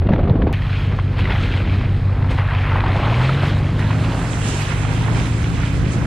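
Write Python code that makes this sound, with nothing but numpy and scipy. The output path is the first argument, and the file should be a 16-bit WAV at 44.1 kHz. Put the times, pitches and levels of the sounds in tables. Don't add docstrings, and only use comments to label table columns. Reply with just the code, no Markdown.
import sys
import numpy as np
from scipy import signal
from scipy.fft import rfft, irfft
from scipy.io import wavfile
from scipy.ndimage import uniform_filter1d

SR = 44100
rng = np.random.default_rng(int(sys.argv[2]) if len(sys.argv) > 2 else 0)


def wrap_up_sound(samples):
    columns = np.atleast_2d(samples).T
    tamed = np.clip(columns, -1, 1)
    steps = np.round(tamed * 32767).astype(np.int16)
    wavfile.write(sys.argv[1], SR, steps)


def ratio_of_db(decibels):
    return 10 ** (np.asarray(decibels, float) / 20)


N = 267246
T = np.arange(N) / SR
CUT_S, SPLICE_S = .5283, .002


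def wheel():
    mid, side = tyre()
    impacts = plops()
    low_share = pair_shares()[0]
    bass_share = np.maximum(low_share - BASS_LATE, 0)
    return mid + impacts, side + bass_share * (puffs() - 0.41 * impacts)


# t/s, firmness as rumble level/dB
GROUND = [(.55, -37), (1.0, -32), (1.25, -30), (1.5, -29.5), (1.8, -29), (2.2, -32.5), (2.35, -28.5),
          (2.42, -40), (2.76, -31.5), (2.88, -28), (3.45, -27), (3.65, -29.5), (4.15, -26.5), (4.5, -28),
          (5.2, -29), (5.6, -28.5), (6.06, -28)]
# t/s of the peak, spray level/dB, rise/s, fall/s, depth as slosh over spray/dB
SPLASHES = [(.541, -29.5, 0.027, 0.0094, -7), (.79, -33.5, 0.36, 0.16, -7), (.93, -49, 0.018, 0.026, 17.5),
            (1.19, -28.5, 0.014, 0.04, -2), (1.309, -30.5, 0.13, 0.21, -1), (1.45, -32, 0.098, 0.14, -9),
            (1.569, -34, 0.074, 0.071, 1.5), (1.73, -33, 0.091, 0.15, -4), (2.2, -48.5, 0.17, 0.16, 16.5),
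            (2.31, -34, 0.012, 0.067, 4), (2.389, -39.5, 0.019, 0.12, 13.5), (2.54, -40, 0.11, 0.13, 12.5),
            (2.63, -37.5, 0.076, 0.13, -16), (2.78, -37, 0.097, 0.022, 13),
            (2.87, -40.5, 0.041, 0.087, 17.5), (2.97, -48.5, 0.055, 0.48, 21), (2.7, -42, 0.042, .05, 12),
            (3.06, -36, 0.031, 0.051, 8), (3.21, -45.5, 0.03, 0.023, 22), (4.46, -35.5, 0.026, 0.15, -21),
            (4.62, -32, .04, .06, -19), (5.2, -34.5, .06, 0.087, 2), (5.62, -36.5, .05, 0.13, -10),
            (5.94, -42, 0.036, .04, -9), (3.47, -32.5, 0.033, 0.063, -5), (3.25, -30.5, 0.66, 0.34, -1.5),
            (3.435, -34.5, 0.038, 0.038, 7), (3.8, -37, 0.028, 0.24, 6.5), (4.1, -39.5, 0.41, 0.47, 8.5),
            (4.4, -52, 0.097, 0.17, 8), (4.72, -34.5, 0.28, 0.053, -0.5), (4.9, -38, 0.073, 0.3, 4.5),
            (5.08, -49, 0.042, 0.12, 19)]
# t/s of the peak, level/dB, rise/s, fall/s
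MIST = [(1.2, -57, 0.012, 0.039), (1.42, -59, 0.068, 0.15), (1.57, -61, 0.06, 0.068),
        (2.31, -51, 0.009, 0.031), (2.39, -56, 0.035, 0.017), (2.97, -55, 0.056, 0.042),
        (3.25, -52, 0.22, 0.41), (3.44, -49.5, .021, 0.18), (3.79, -47, 0.0068, 0.047),
        (4.2, -44, 0.24, 0.24), (4.32, -38, 0.037, 0.065), (4.49, -33, 0.11, 0.23),
        (4.95, -42, 0.073, 0.07), (5.18, -43, 0.13, 0.77), (5.93, -38, 0.028, 0.028)]
# level/dB at the sheltered port, level/dB at the open pair
DAMP = [
    (-40, -35),
    (-48, -38),
    (-65.5, -51),
]
WHEEL_HZ = [300, 900, 2700, 8500, 12000]
# f/Hz, level/dB a third octave against
ROLLING_COLOUR = [(25, -16), (40, -8), (70, -1.5), (110, -4.5), (170, -3.5),
                  (250, -6), (400, -7.5), (600, -7.5), (900, -6), (1500, -4), (2350, -3), (3700, -4.5),
                (4700, -7), (5900, -7.5), (7450, -5), (9400, -5.5), (11800, -9.5), (14900, -17)]


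def tyre():
    opened = pair_shares()[1] / BLEND[-1][2]
    slosh_floor, spray_floor, hiss_floor = [shut + opened * (wide - shut) for shut, wide in DAMP]
    slosh_rows = [(s, db + depth, rise, fall) for s, db, rise, fall, depth in SPLASHES]
    spray_to_hiss_db = -31.5
    hiss_rows = [(s, db + spray_to_hiss_db, rise, fall) for s, db, rise, fall, _ in SPLASHES]

    rumble = curves(GROUND)[0] - walk(10, N)
    slosh = swells(slosh_floor, slosh_rows)
    spray = swells(spray_floor, [row[:4] for row in SPLASHES])
    hiss = swells(hiss_floor, MIST + hiss_rows)
    finest = 0.71 * spray + 0.27 * hiss - 17.0 + 1.5 * walk(30, N)
    return texture([rumble, slosh, spray, hiss, finest], WHEEL_HZ, ROLLING_COLOUR,
                   grain=0.44, rate=1200., spread_db=4.5, surge_db=0.88, surge_rate=30., flicker_db=0.85)


# t/s, peak level/dB, f/Hz
PLOPS = [(0.695, -22, 1870), (0.915, -20, 1090), (1.161, -18, 790), (1.274, -14, 1800), (1.32, -16, 3330),
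         (1.358, -15, 1890), (1.573, -18, 2810), (2.757, -5, 790), (2.79, -12, 700), (2.996, -7, 560),
         (3.033, -13.5, 2160), (3.079, -8, 580), (3.143, -14, 2210), (3.215, -13, 910), (3.245, -23, 2480),
         (3.505, -20, 700), (4.795, -23, 700), (4.851, -16, 700), (5.061, -16, 795), (5.325, -21, 738),
         (5.633, -15.5, 1410), (6.017, -20, 1010), (0.987, -9, 1040), (0.997, -19.5, 2020),
         (3.44, -15, 1420), (1.138, -22, 1000), (1.19, -12, 1050), (1.254, -11.5, 1910),
         (1.303, -10.5, 840), (1.306, -10, 1990), (1.435, -16, 2500), (1.52, -17, 2460), (1.538, -13, 2300),
         (1.811, -17, 1050), (1.837, -21, 750), (2.244, -15.5, 1020), (2.385, -8.5, 1050),
         (2.535, -19, 1130), (2.838, -7, 950), (2.86, -12, 1060), (2.956, -6, 865), (3.292, -6, 1290),
         (3.432, -6, 686), (3.568, -16, 1010), (3.69, -15, 710), (3.792, -12.5, 1290), (3.906, -9, 1000),
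         (4.045, -15, 2820), (4.215, -15, 1270), (4.242, -20, 920), (4.591, -18, 940), (4.682, -14.5, 970),
         (5.082, -10, 710), (5.977, -20, 1410)]
# t/s, peak level/dB, f/Hz
GRIT = [(0.5423, -20, 1850), (0.62, -16, 1870), (0.7292, -17.5, 2440), (1.1816, -20, 2750),
        (1.243, -19, 1980), (1.3042, -15, 2630), (1.3503, -19, 1910), (1.5133, -19, 2570),
        (1.6556, -28, 1880), (1.6751, -19, 1840), (1.8906, -27, 2840), (2.2238, -21, 1960),
        (2.299, -22, 2330), (2.3795, -22, 1950), (2.4853, -26, 1860), (2.5487, -14, 2460),
        (2.675, -27, 1960), (2.709, -22, 2160), (2.7646, -15, 1560), (2.805, -11, 1900), (3.245, -19, 1770),
        (3.9305, -26, 1810), (4.0791, -31, 1630), (4.3316, -18, 3230), (4.4413, -17, 3350),
        (4.7486, -18, 2050), (5.2694, -17, 2360), (5.442, -17, 2200), (5.5764, -21, 1600)]
# start t/s, end t/s, first f/Hz, last f/Hz, level/dB
FROTH = [(2.5, 2.741, 2960, 1077, -20), (2.721, 2.951, 1295, 805, -21.5), (2.952, 3.252, 910, 700, -22.5),
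         (4.435, 4.758, 3300, 2310, -23), (2.378, 2.511, 2500, 1590, -21), (2.542, 2.82, 2570, 1890, -18.5),
         (3.007, 3.303, 2400, 3360, -22), (3.272, 3.508, 2600, 3400, -20), (0.554, 0.854, 3180, 2860, -32),
         (1.204, 1.601, 3200, 2830, -22), (1.642, 1.817, 2570, 2200, -29), (2.641, 2.818, 1470, 700, -24.5),
         (3.028, 3.128, 1280, 700, -24.5), (3.179, 3.261, 890, 612, -28), (3.034, 3.065, 3600, 3430, -28),
         (3.164, 3.279, 3800, 3770, -25), (3.425, 3.519, 3680, 3500, -24), (3.781, 4.299, 1500, 1100, -28),
         (4.415, 4.6, 3450, 3000, -21.5), (5.002, 5.351, 1490, 1100, -32)]


def plops():
    out = ratio_of_db(-4.5) * knocks([(*row, 0.024) for row in PLOPS], glide=0.14, crack=0.87)
    out += ratio_of_db(-2.0) * knocks([(*row, .015) for row in GRIT], glide=0.055, crack=0.91)
    bubbles = np.vstack([froth(*row) for row in FROTH])
    return out + knocks(bubbles, glide=0.13, crack=0.26)


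def froth(start, end, first_hz, last_hz, db):
    count, octaves = 70, 0.82
    at, off, big = rng.random((count, 3)).T
    hz = first_hz * (last_hz / first_hz) ** at * 2 ** (octaves * (off - .5))
    return np.c_[start + at * (end - start), db - 9 * big, hz, 32 / hz]


# t/s, cycles a second/Hz, level of the strongest line/dB
ENGINE = [(0.6, 6.004, -23), (0.9, 6.02, -20), (1.2, 5.85, -20.6), (1.5, 5.893, -20.5), (2.1, 5.965, -18.3),
          (2.9, 5.885, -20.5), (3.0, 6.325, -20), (3.25, 8.08, -15.5), (3.4, 8.818, -21.6),
          (3.5, 9.076, -21.1), (3.8, 9.29, -20.3), (4.0, 9.92, -18.8), (4.25, 10.02, -23.3),
          (4.55, 9.12, -25.6), (4.7, 9.195, -23), (5.0, 9.965, -20.3), (5.5, 10.32, -22),
          (6.06, 10.68, -23)]
# cycles a second/Hz, twice the firing rate against the burble/dB
HANDOVER = [(7.8, 14), (8.3, 11), (8.8, 1.5), (9.1, -3), (10, -6.5), (10.6, -7)]
BANKS = [1, -1, -1, 1, -1, 1, 1, -1]
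UNEVEN = [.25, -.1, .05, -.2, .1, .15, -.25, .4]
ORDERS = [5, 7, 8, 9, 10, 12, 13, 14, 15, 17, 18, 19, 20, 21, 24, 29, 32]
# level/dB idling, level/dB pulling against the burble
ORDERS_DB = [(-36, -12), (-39, -15.5), (-27, -10), (-37, -9), (-47, -24), (-49, -16), (-34.5, -5.5),
             (-42, -31), (-29.5, -16), (-31.5, -23), (-36.5, -20.5), (-32, -19), (-36, -19.5), (-27, -18),
             (-28.5, -32), (-39, -33), (-38.5, -23)]
# multiple of the cycle, level/dB idling, level/dB pulling
BELT = [(4.8, -50, -31), (7.2, -44, -34), (16.8, -55, -41), (26.4, -50, -35), (28.8, -50, -41),
        (43, -40.5, -58)]


def engine():
    rate, level_db = curves(ENGINE)
    lead_db = np.interp(rate, *np.transpose(HANDOVER))
    double_db = level_db + np.minimum(lead_db, 0)
    burble_db = level_db - np.maximum(lead_db, 0)
    pull = np.clip((rate - 6.6) / 2.3, 0, 1)
    strain = np.clip((rate - 8.7) / .7, 0, 1)

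    angle = 2 * np.pi * (np.cumsum(rate) / SR + .339) + .16 * pull
    pipe = .25 * (1 - 2 * pull)
    pattern = np.angle(np.fft.fft(np.add(BANKS, UNEVEN)))
    out = ratio_of_db(double_db) * np.cos(16 * angle + pipe + .4 * (1 - pull))
    out += ratio_of_db(burble_db) * np.cos(11 * angle + pattern[3] + pipe)

    for k, (idle_db, pull_db) in zip(ORDERS, ORDERS_DB):
        sign = -1 if k == 8 else 1
        calm = sign * (1 - pull) * ratio_of_db(idle_db)
        busy = pull * ratio_of_db(pull_db + burble_db - 2.0)
        waver = ratio_of_db(1.5 * walk(6, N) - .7)
        phase = pattern[k % 8] + pipe + .3 * walk(4, N)
        out += waver * (calm + busy) * np.cos(k * angle + phase)

    for k, idle_db, pull_db in BELT:
        load = pull if pull_db < idle_db else strain
        belt_db = idle_db + load * (pull_db - idle_db + .6 * (level_db + 22))
        out += ratio_of_db(belt_db) * np.sin(k * angle)
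    return np.sqrt(2) * ratio_of_db(1.8) * out


# t/s, strength level/dB
GUST = [
    (0, -4.5),
    (.045, -3),
    (.07, 3.5),
    (.084, -28),
    (.092, -0.5),
    (.3, -0.5),
    (.335, -0.5),
    (.4, 1),
    (.5, -0.2),
]
GUST_HZ = [90, 410, 2040]
GUST_DB = [-16, -26.5, -43.5]
GUST_REACH = [0.46, 2.1, 0.58]
EDDY_DB = [-8, -10.5, -26]
# f/Hz, level/dB a third octave against its part
GUST_COLOUR = [(25, -16), (50, -9.5), (100, -5.5), (200, -7), (450, -4.5), (900, -6), (2200, -6),
               (3500, -13.5), (5000, -23.5), (8000, -19), (15000, -49)]
# t/s, slap peak level/dB, f/Hz, thump level/dB
SLAPS = [(0.018, -16, 710, -31), (0.066, -16, 498, -12.5), (0.089, -7.5, 600, -8), (0.105, -19, 420, -3.5),
         (0.12, -10, 496, -23), (0.132, -6.5, 410, -8), (0.16, -18, 740, -22), (0.179, -9, 410, -27),
         (0.191, -10, 616, -15), (0.232, -11, 393, -12), (0.253, -24, 574, -14), (0.273, -15, 750, -20),
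         (0.293, -8.5, 433, -13), (0.308, -32.5, 455, 0), (0.355, -12.5, 786, -10.5), (0.4, -31, 350, -30),
         (0.422, -11.5, 510, -12), (0.437, -28, 541, -9), (0.468, -7, 427, -21), (0.481, -32, 420, -21),
         (0.501, -30, 433, -9.5)]
# t/s, peak level/dB, f/Hz
FLAPS = [(0.0694, -22.5, 2030), (0.0904, -33, 2600), (0.134, -15.5, 1760), (.1595, -24, 1950),
         (.2294, -29, 1610), (0.2923, -32, 1600), (0.3536, -28, 1600), (0.4194, -18.5, 1760),
         (0.472, -37, 2240), (.4923, -36, 1500)]


def window():
    size = int((CUT_S + SPLICE_S) * SR) + 1
    rise_s, fall_s = 0.0045, 0.015
    levels = []
    for steady, eddy, reach in zip(GUST_DB, EDDY_DB, GUST_REACH):
        rows = [(s + rise_s, db + eddy, rise_s, fall_s) for s, db, *_ in SLAPS]
        levels.append(swells(reach * curves(GUST)[0] + steady, rows)[:size])
    mid, _ = texture(levels, GUST_HZ, GUST_COLOUR, grain=0.35, rate=540.0, spread_db=6.5,
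                     surge_db=1.0, surge_rate=41.4, flicker_db=0.5)

    slaps = [(*row[:3], 0.018) for row in SLAPS]
    thumps = [(s, db + 4.5, 135., .033) for s, *_, db in SLAPS]
    flaps = [(*row, .022) for row in FLAPS]
    out = knocks(slaps, glide=-0.15, crack=0.77, rise_s=.0012)
    out += knocks(thumps, glide=0.13, crack=0.81)
    out += ratio_of_db(-1.0) * knocks(flaps, glide=-.1, crack=1.2, rise_s=0.0016)
    out[:size] += mid
    squash = .75
    shelter = signal.butter(4, 4800, fs=SR, output="sos")
    return signal.sosfilt(shelter, np.tanh(squash * out) / squash)


# t/s of the peak, level/dB, rise/s, fall/s
PUFFS = [(3.97, -28, 0.033, .04), (4.08, -34, .03, 0.036), (4.2, -40, .03, .04), (5.17, -31, .03, 0.029),
         (4.8, -35, .05, .06), (5.05, -34, 0.21, 0.18), (5.54, -31, .06, 0.038), (5.82, -28, 0.078, 0.061),
         (6.02, -29, 0.067, 0.086)]


def puffs():
    bands_hz = (45., 71.3, 88.6, 118.0, 150., 189.0, 257.0)
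    noise = sum(third(rng.standard_normal(N), hz) for hz in bands_hz)
    return ratio_of_db(swells(-63, PUFFS)) * noise


# t/s, share below the crossover, share above it
BLEND = [
    (2.9, 0, 0),
    (2.97, 0, .06),
    (3.06, 0, 0),
    (3.19, 0, 0),
    (3.3, 0.012, 0.23),
    (3.5, .05, .25),
    (3.77, 0.08, 0.27),
    (3.82, 0.33, 0.65),
    (4.1, 0.35, 0.55),
    (4.35, 0.73, 0.8),
]
BASS_HZ, BASS_LATE = 450, .08


def pair_shares():
    return curves(BLEND)


# f/Hz, lean to the right (0-1), unrelated part against mid/dB
PAIR = [(40, 0, -1.5), (151, 0.05, -19), (400, 0, -16), (700, 0.18, -4), (1290, 0.82, -4),
        (2400, 0.71, -2.5), (3500, 0.26, -1.5), (4130, 0, -13), (4850, 0.34, 2), (8000, 0.9, 5),
        (11000, 0, -5.5), (15000, .1, -4)]
# f/Hz, level/dB
SHELTER = [
    (2900, 0.7),
    (4400, 4.5),
    (5900, 0.5),
    (7500, 0),
]
THIRDS = 23.3 * 2 ** (np.arange(29) / 3)


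def texture(levels, centres, colour, grain, rate, spread_db, surge_db, surge_rate, flicker_db):
    size = len(levels[0])
    mid, side = np.zeros(size), np.zeros(size)
    low_share, high_share = (c[:size] for c in pair_shares())
    surges = [walk(surge_rate, size) for _ in centres]
    broad = drops(rate, spread_db, size)
    broad_share = 0.27
    for hz in THIRDS:
        place = np.interp(np.log(hz), np.log(centres), np.arange(len(centres)))
        k = min(int(place), len(centres) - 2)
        lower = levels[k] + surge_db * surges[k]
        upper = levels[k + 1] + surge_db * surges[k + 1]
        db = (k + 1 - place) * lower + (place - k) * upper
        gain = ratio_of_db(db + flicker_db * walk(21.936, size))

        share = grain * min(hz / 500, 1, (3000 / hz) ** 0.6)
        noise = rng.standard_normal((2, size))
        own = drops(rate / 4, spread_db, size)
        impacts = np.sqrt(broad_share) * broad + np.sqrt(1 - broad_share) * own
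        band = third(np.sqrt(1 - share) * noise[0] + np.sqrt(share) * impacts, hz)

        if hz < BASS_HZ:
            blend = np.maximum(low_share - BASS_LATE, 0)
        elif hz < 4000:
            blend = low_share
        elif hz < 11000:
            blend = high_share
        else:
            blend = 1
        mid += gain * band
        unrelated = ratio_of_db(on_log(hz, PAIR, column=2)) * third(noise[1], hz)
        side += blend * gain * (unrelated - on_log(hz, PAIR) * band)
    shut = 1 - low_share / BLEND[-1][1]
    mid, side = tint(mid, colour), tint(side, colour)
    return (1 - shut) * mid + shut * tint(mid, SHELTER), side


def knocks(table, glide, crack, rise_s=0.00092):
    out, t = np.zeros(N + 4096), np.arange(4096) / SR
    for s, db, hz, t60 in table:
        fade = np.exp(-np.log(1000) * t / t60) * (1 - np.exp(-t / rise_s))
        ring = np.sin(2 * np.pi * hz * t * (1 + glide * t / t60))
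        around = signal.butter(2, [hz * 0.42, min(hz * 1.56, 3800)], "band", fs=SR, output="sos")
        soft = unit(signal.sosfilt(around, rng.standard_normal(4096)))
        start = int(s * SR)
        out[start:start + 4096] += ratio_of_db(db) * fade * (ring + crack * soft)
    return signal.sosfilt(signal.butter(4, 4000, fs=SR, output="sos"), out[:N])


def drops(rate, spread_db, size):
    out = np.zeros(size)
    at, sign, big = rng.random((int(rate * size / SR), 3)).T
    db = np.minimum(-spread_db * np.log(1 - big), 3 * spread_db)
    out[(at * size).astype(int)] = np.where(sign < .5, -1, 1) * ratio_of_db(db) * np.abs(2 * sign - 1)
    return unit(out)


def swells(floor_db, rows):
    t = T[::64]
    power = np.zeros(len(t))
    for s, db, rise, fall in rows:
        away = np.where(t < s, (s - t) / rise, (t - s) / fall)
        power += ratio_of_db(2 * db - 20 * away)
    return 10 * np.log10(ratio_of_db(2 * floor_db) + np.interp(T, t, power))


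def walk(rate, size):
    k = int(SR / rate)
    held = np.repeat(rng.standard_normal(size // k + 1), k)[:size]
    return unit(uniform_filter1d(uniform_filter1d(held, k), k))


def third(x, hz):
    edges = [hz / 2 ** (1 / 6), hz * 2 ** (1 / 6)]
    sos = signal.butter(3, edges, "band", fs=SR, output="sos")
    return unit(signal.sosfilt(sos, np.r_[x[-8192:], x])[8192:])


def tint(x, table):
    hz = np.maximum(np.fft.rfftfreq(len(x), 1 / SR), 1)
    return irfft(rfft(x) * ratio_of_db(on_log(hz, table)), len(x))


def curves(table):
    s, *columns = np.transpose(table)
    return [np.interp(T, s, c) for c in columns]


def on_log(hz, table, column=1):
    table = np.array(table, float)
    return np.interp(np.log(hz), np.log(table[:, 0]), table[:, column])


def unit(x):
    return x / np.sqrt(np.mean(x ** 2))


def scene():
    mid, side = wheel()
    after = np.clip((T - CUT_S) / SPLICE_S, 0, 1)
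    mid = after * (mid + engine()) + (1 - after) * window()
    mid += ratio_of_db(-15) * (T >= CUT_S) * (1 - after) ** 2
    mid += ratio_of_db(-73.5) * rng.standard_normal(N)
    mid -= ratio_of_db(-19.5) * np.exp(-T / .003)
    ending = np.clip((T[-1] - T) / SPLICE_S, 0, 1)
    mid, side = mid * ending, after * ending * side
    return np.array([mid + side, mid - side])


def roll_off(x):
    return signal.sosfilt(signal.butter(12, 15720, fs=SR, output="sos"), x)


def record(dry):
    top = signal.ellip(8, .2, 60, 15700, fs=SR, output="sos")
    mix = signal.sosfilt(top, np.tanh(0.77 * dry) / 0.92)
    return roll_off(mix)


dry = scene()
out = record(dry)
wrap_up_sound(out)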